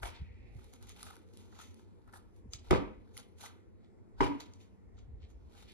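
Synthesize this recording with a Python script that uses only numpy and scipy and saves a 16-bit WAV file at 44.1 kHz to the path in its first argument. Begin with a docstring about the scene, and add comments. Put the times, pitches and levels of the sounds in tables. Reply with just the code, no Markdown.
"""A person practises martial arts in a walled asphalt yard, some metres from a phone.
A light step opens, with gusts buffeting the microphone, and an airy hiss lingers after it.
Soles scuff, grit ticks and cloth swishes, all shaped noise; then two hard stamps ring the shoe, thump
the ground and echo off the walls, each with a low tone after it, and scuffs and wind carry on.
Throughout, far off, a town rumbles as slowly swelling noise."""
import sys
import numpy as np
from scipy import signal
from scipy.fft import rfft, irfft
from scipy.io import wavfile
from scipy.ndimage import uniform_filter1d

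SR = 44100
rng = np.random.default_rng(int(sys.argv[2]) if len(sys.argv) > 2 else 0)


def digitize_waveform(pressure):
    """Quantize a signal to 16-bit integers and store it at the path in sys.argv[1].

    Rows of a 2-D input are taken as channels; values are limited to [-1, 1].
    """
    field = np.atleast_2d(pressure).T
    bounded = np.clip(field, -1, 1)
    quanta = np.round(bounded * 32767).astype(np.int16)
    wavfile.write(sys.argv[1], SR, quanta)


N = 252693
T = np.arange(N) / SR
HZ = np.maximum(np.arange(N // 2 + 1) * SR / N, 1)


def undb(db):
    """Decibels to gain."""
    return 10 ** (np.asarray(db) / 20)


def unit(x):
    """Scaled to rms 1."""
    return x / np.sqrt(np.mean(x ** 2))


def over_hz(table, axis=1):
    """A table column at every frequency bin, interpolated over log frequency."""
    rows = np.array(table)
    return np.interp(np.log(HZ), np.log(rows[:, 0]), rows[:, axis])


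def over_time(table):
    """A (time, level) table at every sample."""
    return np.interp(T, *np.transpose(table))


def band(x, lo_hz, hi_hz, order=2):
    """Causal band-pass."""
    edges = [lo_hz, min(hi_hz, .45 * SR)]
    return signal.sosfilt(signal.butter(order, edges, "band", fs=SR, output="sos"), x)


def walk(rate):
    """Random levels held 1 / rate s and smoothed twice; rms 1."""
    k = int(SR / rate)
    steps = np.repeat(rng.standard_normal(N // k + 1), k)
    return unit(uniform_filter1d(uniform_filter1d(steps, k), k)[:N])


def add(out, s, sound):
    """Mixes a sound in at s seconds."""
    i = int(s * SR)
    out[..., i:i + len(sound)] += sound[:N - i]


def fade(t, t60):
    """Exponential decay, 60 dB down at t60."""
    return np.exp(-np.log(1000) * t / t60)


def rise(t, tau):
    """Exponential onset with time constant tau."""
    return 1 - np.exp(-t / tau)


# contacts of a light step and two stamps, heel then sole:
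# start_s, crack_db, grit_db, thud_db, boom_db, push_ms
CONTACTS = [(.031, -33, -55, -49, -48, 0.34), (.048, -45, -50, -56, -55, .2),
            (0.054, -39.5, -62, -54, -63, 0.13), (.059, -44, -59, -56.5, -63, .2),
            (.068, -42.5, -62, -63, -53, 0.3), (.078, -45.5, -58, -61, -65, .2),
            (.087, -51, -50, -59, -60, 0.41), (.102, -57, -56, -71, -60, .3),
            (2.708, -24, -36, -21.5, -49.5, 0.22), (2.713, -38, -57, -21.5, -27.5, 0.98),
            (2.721, -38, -54, -27, -47, .4), (2.727, -29.5, -47, -20, -39.5, 0.56),
            (2.737, -32, -54, -37.5, -47, .3), (2.747, -36.5, -50, -32.5, -36.5, 0.18),
            (2.757, -40, -53, -36.5, -46, .3), (2.775, -43.5, -61, -33.5, -39.5, .9),
            (2.803, -50, -66, -42, -51.5, .5), (4.206, -23.5, -39, -24.5, -36.5, 0.2),
            (4.213, -47.5, -57, -23, -33, 0.76), (4.221, -35.5, -54, -30.5, -38, 0.69),
            (4.231, -31.5, -54, -35, -44, .3), (4.237, -39, -45, -31, -36, .9),
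            (4.244, -38, -47, -40, -56, .3), (4.254, -41, -52, -47.5, -51.5, 0.76),
            (4.268, -50, -57, -47, -50.5, .3)]
# modes a shoe on asphalt rings with, before chance: pitch_hz, level_db, t60_s
SHOE_MODES = [(153.8, -10, 0.023), (195, -4, 0.039), (297.4, 1, 0.031), (361.3, 2.5, 0.041),
              (411.4, 1.5, 0.033), (504, -8, 0.071), (611, -2.5, 0.041), (793, -5, 0.033),
              (1008, -0.5, 0.018), (1220, -0.5, 0.013), (1550, -3.5, 0.011), (2058, -1, 0.0078),
              (2620, -17.5, 0.0076)]


def stamps(level_spread_db=4.26, pitch_spread=0.0083):
    """Each contact: a crack and a spray of grit, and a push that rings the shoe."""
    out, cracks, sprays, t = np.zeros(N), np.zeros(N), np.zeros(N), T[:SR // 4]
    burst = rise(t, 0.0011) * (fade(t, 0.02) + 0.16 * fade(t, 0.089))
    spray = rise(t, 0.001) * (fade(t, 0.01) + 0.15 * fade(t, 0.12))
    for s, crack_db, grit_db, thud_db, _, push_ms in CONTACTS:
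        add(cracks, s, undb(crack_db) * burst)
        add(sprays, s, undb(grit_db) * spray)
        chance = rng.standard_normal((len(SHOE_MODES), 2))
        ring = 0
        for k, ((hz, db, t60), (a, b)) in enumerate(zip(SHOE_MODES, chance)):
            gain = undb(db + level_spread_db * a)
            tone = np.sin(2 * np.pi * hz * (1 + pitch_spread * b) * t)
            # neighbouring modes swing opposite ways, so the blow starts without a spike
            ring = ring + (-1) ** k * gain * tone * fade(t, t60)
        push = np.hanning(int(push_ms * SR / 1000) + 3)  # a longer push rings fewer high modes
        add(out, s, undb(thud_db) * np.convolve(ring, push / push.sum())[:len(t)])
    noise = rng.standard_normal(N) * undb(4.06 * walk(220))  # rough, lumpy contact
    crack = 2.07 * band(noise, 540, 2990) + 3.5 * band(noise, 620, 1150)
    crack += 0.74 * band(noise, 1900, 2600)
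    grit = 2.9 * band(noise, 2600, 3195) + 2.0 * band(noise, 2900, 5350)
    grit += 1.5 * band(noise, 3400, 9000, order=1) + 0.55 * band(noise, 9500, 11000)
    return out + cracks * crack + sprays * grit


def booms():
    """Each contact also shakes the ground; two low decaying tones make a short boom."""
    out, t = np.zeros(N), T[:SR // 4]
    boom = 2.0 * np.sin(2 * np.pi * 95 * t) * fade(t, 0.17)
    boom += 1.9 * np.sin(2 * np.pi * 58 * t) * fade(t, 0.059)
    for s, _, _, _, boom_db, _ in CONTACTS:
        add(out, s, undb(boom_db) * boom)
    return out


# low tones that swell and fade after each stamp, perhaps a fence panel:
# start_s, pitch_hz, level_db, rise_s, t60_s
HUM_TONES = [(2.795, 283.6, -29, 0.027, 0.11), (4.284, 286, -26, 0.018, 0.13),
             (4.343, 275, -38.5, .009, 0.094)]


def hums():
    """A nearly pure tone with a faint octave, swelling and dying along bell curves."""
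    out, t = np.zeros(N), T[:SR // 2]
    for s, hz, db, rise_s, t60 in HUM_TONES:
        turn = 2 * np.pi * hz * t
        swell = (1 - np.exp(-(t / rise_s) ** 2)) * fade(t ** 2 / t60, t60)
        add(out, s, undb(db) * swell * (np.sin(turn) + 0.15 * np.sin(2 * turn)))
    return out


# separate scuffs of a sole or swishes of cloth; attack and release climb or drop 20 dB, the last three
# columns are relative to level_db: start_s (of the hold), level_db, attack_s, hold_s, release_s,
# lows_db, bite_db, highs_db
SCUFF_EVENTS = [(0.026, -63.5, 0.0071, 0.039, 0.048, 13.5, 3, 11),
                (0.161, -54.5, 0.043, .004, 0.044, -13, -34, -29),
                (0.216, -81, .05, .3, 0.23, -14, -24, -28), (0.585, -71.5, 0.12, .01, 0.68, 2, -7.5, -2.5),
                (0.734, -71, 0.027, .004, 0.045, 8.5, 2.5, -3), (0.829, -66, 0.043, .004, 0.11, 2, -6, -4),
                (0.898, -56.5, 0.042, 0.0045, 0.036, 0, -2.5, -6.5),
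                (0.984, -60.5, 0.048, 0.11, 0.13, 1, -8, -2),
                (1.367, -68.5, 0.099, 0.027, 0.31, 2.5, -5, -3),
                (1.566, -63, 0.072, 0.067, 0.059, 0.5, -6.5, -8),
                (1.612, -59.5, 0.033, 0.026, 0.073, -16, -2, -3.5),
                (1.792, -72.5, 0.29, .004, 0.1, -1.5, -5.5, -3),
                (2.08, -81, 0.03, 0.0036, 0.068, 18, -7, 2),
                (2.137, -67, 0.021, 0.036, 0.019, 7, -5.5, 5.5),
                (2.358, -81.5, 0.051, 0.032, 0.036, -9, -4, 0),
                (2.541, -53, 0.021, 0.0048, 0.016, -5, 4.5, -5),
                (2.65, -65.5, 0.037, 0.072, 0.1, -0.5, -11.5, -8),
                (3.174, -56, 0.034, 0.013, 0.033, -0.5, -2.5, -2),
                (3.41, -53.5, 0.03, 0.051, 0.042, 0.5, -5, -2),
                (3.858, -76.5, 0.068, 0.0038, 0.042, -8, -16.5, -29),
                (3.99, -91.5, 0.015, 0.003, 0.014, 20.5, -19.5, -18),
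                (4.2, -58.5, 0.026, 0.048, 0.19, 8.5, -13, -9.5),
                (4.402, -53.5, 0.0063, 0.0035, 0.059, 0.5, -6.5, -9),
                (4.536, -74, 0.043, 0.0027, 0.055, 0, -1, -10),
                (4.606, -68, 0.025, 0.018, 0.059, -3.5, -5, -7),
                (4.989, -67, 0.041, 0.0035, 0.038, -0.5, -7, -18),
                (5.237, -65.5, 0.047, 0.0052, 0.039, -3.5, -36, -31),
                (5.309, -77, 0.039, 0.0044, 0.027, 2, 0.5, -2),
                (5.589, -61, 0.11, .004, 0.13, 0, -9.5, -5.5),
                (5.687, -63, 0.062, 0.035, .05, -14, -18, -12)]
# faint rustle of clothing between the scuffs: time_s, level_db
CLOTH_RUSTLE = [(0, -76), (.6, -95), (1.2, -90), (1.75, -90), (1.95, -86), (2.25, -84), (2.48, -100),
                (3.12, -81), (3.3, -96), (3.7, -103), (4.1, -102), (4.5, -84), (4.8, -100), (5.15, -100),
                (5.45, -84.5), (5.73, -84)]
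RUSTLE_LOWS_DB, RUSTLE_BITE_DB, RUSTLE_HIGHS_DB = 2.5, -13.5, -7  # relative to the rustle level


def scuffs(grain_db=4.0, patchy_db=2.0, crunch_db=4.0):
    """Dense grit of uneven sizes; the sole rings the lows in crunchy lumps. Returns shared, left, right."""
    colours_db = np.array([[0], [RUSTLE_LOWS_DB], [RUSTLE_BITE_DB], [RUSTLE_HIGHS_DB]])
    power = undb(over_time(CLOTH_RUSTLE) + colours_db) ** 2
    for s, db, attack, hold, release, *colour_db in SCUFF_EVENTS:
        on = slice(max(int((s - 3 * attack) * SR), 0), int((s + hold + 3 * release) * SR))
        before, after = (s - T[on]) / attack, (T[on] - s - hold) / release
        drop = 20 * np.maximum(np.maximum(before, after), 0)
        power[:, on] += undb(db - drop + np.array([0, *colour_db])[:, None]) ** 2
    level, lows, bite, highs = np.sqrt(power)
    grains = np.minimum(rng.exponential(size=N), 6)
    grit = rng.standard_normal((3, N)) * undb(grain_db * grains + patchy_db * walk(150))
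    crunch = grit * undb(crunch_db * walk(90))
    sole = unit(band(crunch, 1065, 1700) + 2.0 * band(crunch, 600, 1336))
    body = unit(band(grit, 1900, 4200) + 0.63 * band(grit, 1700, 2584))
    bright = bite * unit(band(grit, 6080, 6930)) + highs * unit(band(grit, 7960, 13000))
    return level * body + lows * sole + bright


# single grains of grit cracking under a sole: start_s, level_db, pitch_hz, highs_db (relative)
GRIT_TICKS = [(0.591, -50, 1260, -28), (0.643, -52, 1030, 0), (0.163, -52, 3600, -25),
              (0.7365, -51, 2180, 7), (0.826, -50, 1500, 4), (0.8703, -55.5, 2070, 5),
              (0.893, -50, 2200, 10), (0.9003, -43.5, 1210, -34), (0.9624, -47.5, 2700, -9),
              (1.007, -46, 1420, -14), (1.0294, -35, 1200, 1.5), (1.067, -42, 1390, -11),
              (1.087, -42.5, 1330, -23), (1.1077, -35, 1250, -14), (1.1554, -53, 3400, 4.5),
              (1.166, -43, 1460, -6.5), (1.337, -63.5, 4350, 9), (1.372, -56.5, 3460, 11),
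              (1.5263, -47, 1380, -25), (1.552, -57, 1990, -25), (1.6, -37.5, 1270, -19),
              (1.6141, -38, 1360, -8), (1.743, -61, 937, 8), (2.077, -48, 1230, -18),
              (2.127, -54, 1620, -0.5), (2.5346, -27, 4880, -39), (2.536, -43.5, 1300, -20.5),
              (2.7081, -42, 4200, 11.5), (3.1686, -37.5, 2060, -1), (3.1762, -40.5, 1190, 8),
              (3.461, -36, 2005, -4), (3.846, -62, 3400, -20), (3.987, -65, 2100, -30),
              (4.4047, -39, 4020, -3), (4.536, -48.5, 5960, -30), (4.5436, -59, 897, -23),
              (4.603, -56, 2510, -24), (4.6106, -56, 3680, -14), (4.9804, -55.5, 1333, -33),
              (5.222, -65, 2680, -40), (5.72, -58.5, 2200, 6.5)]


def ticks():
    """A click and a short ring at the grain's pitch, and a bright pip."""
    out, t = np.zeros(N), T[:SR // 50]
    for s, db, hz, highs_db in GRIT_TICKS:
        snap = rng.standard_normal(len(t)) * rise(t, 0.00084) * fade(t, 0.0054)
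        ring = np.sin(2 * np.pi * hz * t) * fade(t, 0.016)
        click = 3.6 * band(snap, hz / 1.6, hz * 1.53)
        pip = 3.8 * band(snap, 2700, 6500) + 5 * band(snap, 8000, 12000)
        add(out, s, undb(db) * (click + 0.4 * ring + undb(highs_db) * pip))
    return out


AIRY_S, AIRY_DB, AIRY_T60_S, AIRY_LO_HZ, AIRY_HI_HZ = 0.12, -71, 1.46, 1820, 2590


def airy():
    """A narrow, wavering hiss after the first step that fades in quickly and dies slowly."""
    t = np.maximum(T - AIRY_S, 0)
    swell = rise(t, 0.044) * fade(t ** 2 / AIRY_T60_S, AIRY_T60_S)
    hiss = unit(band(rng.standard_normal(N), AIRY_LO_HZ, AIRY_HI_HZ, order=3))
    return undb(AIRY_DB + 3.9 * walk(9.5)) * swell * hiss


# reverberation of the walled yard, weighted later by 1 / sqrt(pitch): pitch_hz, level_db, t60_s
YARD_BANDS = [(113.2, -24.5, 0.45), (233, -35.5, 0.75), (477, -27, 0.44), (1054, -20, 0.45),
              (2100, -16, 0.5), (3110, -11.5, 0.37), (4640, -7, 0.18), (7600, 0.5, 0.14)]


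def yard(x, lumpy_db=3.0, sparse_db=3.5):
    """Echoes off the walls: lumpy noise that builds within milliseconds and dies band by band."""
    t = T[:SR]
    start = (1 - np.exp(-(t / 0.0035) ** 2)) * undb(lumpy_db * walk(120)[:SR])
    # some echoes stand out
    start = start * unit(undb(sparse_db * np.minimum(rng.exponential(size=SR), 5)))
    tail = 0
    for hz, db, t60 in YARD_BANDS:
        noise = unit(band(rng.standard_normal(SR), hz / 1.307, hz * 1.336))
        tail = tail + undb(db) * fade(t, t60) * noise / np.sqrt(hz)
    return signal.fftconvolve(x, start * tail)[:N]


# strength of the wind on the microphone ports, before flutter: time_s, level_db
WIND_STRENGTH = [(0, -54), (.3, -58.5), (.53, -55), (1.0, -61), (1.3, -73.5), (1.6, -65), (1.85, -80),
                 (2.15, -59.5), (2.4, -68.5), (2.5, -56), (2.95, -49.5), (3.2, -70.5), (3.55, -76),
                 (3.8, -71.5), (4.2, -62.5), (4.62, -72), (5.05, -55), (5.36, -54), (5.73, -63)]
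FLUTTER_DB, FLUTTER_PER_S = 4, 22
# the hardest puffs, a bell-shaped swell each: peak_s, level_db, half_length_s, pitch_hz
WIND_PUFFS = [(.016, -39.5, .02, 92), (0.044, -35, 0.03, 63.6), (0.059, -36.5, .03, 58),
              (0.112, -48, 0.04, 55), (0.212, -36, 0.03, 74), (0.221, -34.5, .014, 127),
              (.232, -34, .025, 62), (0.311, -39, 0.024, 74), (.352, -44, 0.025, 65),
              (.415, -48.5, 0.059, 61.6), (0.562, -35.5, 0.021, 102), (0.594, -44, .03, 65),
              (0.654, -48, 0.032, 70), (2.45, -45, .02, 74.5), (2.461, -43, .01, 203),
              (2.472, -45, .018, 119), (2.496, -41, .025, 70), (2.553, -38.5, 0.023, 88),
              (2.631, -44.5, 0.03, 75), (2.678, -48.5, 0.035, 69), (2.845, -42.5, .06, 55),
              (3.69, -59.5, 0.071, 60.4), (4.722, -58, 0.036, 60), (4.807, -61, 0.027, 71),
              (4.876, -45.5, 0.027, 77), (4.955, -46, 0.03, 62), (5.039, -50.5, 0.056, 52),
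              (5.085, -47, .03, 110), (5.144, -41.5, 0.035, 85), (5.2, -46, .04, 50),
              (5.242, -39, 0.048, 76), (5.362, -45.5, .06, 52)]


def gust_noise():
    """Low turbulence noise, rms 1."""
    low = band(rng.standard_normal(N), 27, 98)
    return unit(low + 0.32 * band(rng.standard_normal(N), 32, 140))


def gusts():
    """Turbulence thumps the ports, nearly alike in both channels; each hard puff is a short swing of air."""
    level = undb(over_time(WIND_STRENGTH) + FLUTTER_DB * walk(FLUTTER_PER_S))
    mid, side = gust_noise(), gust_noise()
    # evened out, so the gust sets the strength, not chance
    mid = unit(mid / (0.18 + uniform_filter1d(np.abs(mid), SR // 40)))
    out = band(level * (mid + 0.428 * side * np.array([[1], [-1]])), 21, 111.6)
    for (s, db, length, hz), (turn, lean) in zip(WIND_PUFFS, rng.random((len(WIND_PUFFS), 2))):
        t = np.arange(-length, length, 1 / SR)
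        swell = undb(db) * np.exp(-2 * (2 * t / length) ** 2)
        for port, sign in zip(out, (1, -1)):
            swing = np.cos(2 * np.pi * (hz * t + turn) + sign * 0.6 * lean)
            add(port, max(s - length, 0), swell * swing)
    return out


# spectrum of the far town, relative: pitch_hz, level_db (per Hz)
TOWN_SPECTRUM = [(41, -34), (70, -14), (103, 2.5), (137, -21.5), (201, -9.5), (315, -19), (472, -19.5),
                 (640, -27.5), (906, -35), (1110, -35), (1240, -41), (1700, -42.5), (2330, -47.5),
                 (2900, -55), (7000, -59.5), (12000, -63), (15000, -75.5)]
TOWN_DB = -53.5  # rms


def town():
    """Distant traffic: noise bands half an octave apart that swell together and flicker alone."""
    noise = irfft(rfft(rng.standard_normal(N)) * undb(over_hz(TOWN_SPECTRUM)), N)
    out, swell = 0, walk(1.0)
    for hz in 60 * 2 ** np.arange(0, 8.1, .5):
        flicker = np.clip(1.2 * walk(2.69) + 1.8 * walk(14), -6, 3.5)
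        out = out + undb(1.0 * swell + flicker) * band(noise, hz / 1.135, hz * 1.182)
    return undb(TOWN_DB) * unit(out)


# the phone's stereo: pitch_hz, right_lag_rad, unshared (power share of each channel's own sound, 0-1)
PHONE_STEREO = [(39.36, 1.4, 0.3), (91, 2.19, 0.04), (129.8, 3.25, 0.12), (387, 6.04, 0.44),
                (572, 9.44, 0.36), (815, 11.84, 0), (1022, 14.78, 0.4), (1400, 19.05, 0.5),
                (1595, 16.5, .4), (2320, 18.9, 0.6), (2650, 21.24, 0.6), (4490, 20.2, 0.2),
                (5230, 22.2, 0.76), (8960, 22, 0.4), (10700, 17.9, 0), (13520, 18, 0.9), (16040, 13, 0.3)]


def stereo(shared, left, right):
    """Each channel hears shared and own sound; the right one is turned in phase."""
    own = np.clip(over_hz(PHONE_STEREO, axis=2), 0, 1)
    both = np.sqrt(1 - own) * rfft(shared)
    turn = np.exp(-1j * np.interp(HZ, *np.array(PHONE_STEREO)[:, :2].T))
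    left_bins = both + np.sqrt(own) * rfft(left)
    right_bins = turn * (both + np.sqrt(own) * rfft(right))
    return irfft(np.array([left_bins, right_bins]), N)


def scene():
    """Direct sound, its echoes, the town and the wind."""
    heard, tone = [], hums() + booms()
    for rub in scuffs():  # the shared sound and each channel's own differ in their fine chance
        blows, rubs = stamps(), rub + ticks()
        echoes = yard(blows + undb(-2.0) * rubs)
        heard.append(blows + rubs + tone + echoes + town() + airy())
    return stereo(*heard) + gusts()


# microphone colour: pitch_hz, level_db
MIC_COLOUR = [(22, -17.5), (45, -0.5), (100, -4), (7500, 0), (8600, -0.5), (10000, -3), (12000, -6),
              (13500, -16), (14800, 3.5), (15600, -25.5)]
TOP_HZ = 15800


def record(dry):
    """Microphone colour, then a steep low-pass at the top."""
    coloured = irfft(rfft(dry) * undb(over_hz(MIC_COLOUR)), N)
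    return signal.sosfilt(signal.ellip(8, .2, 70, TOP_HZ, fs=SR, output="sos"), coloured)


dry = scene()
out = record(dry)
digitize_waveform(out)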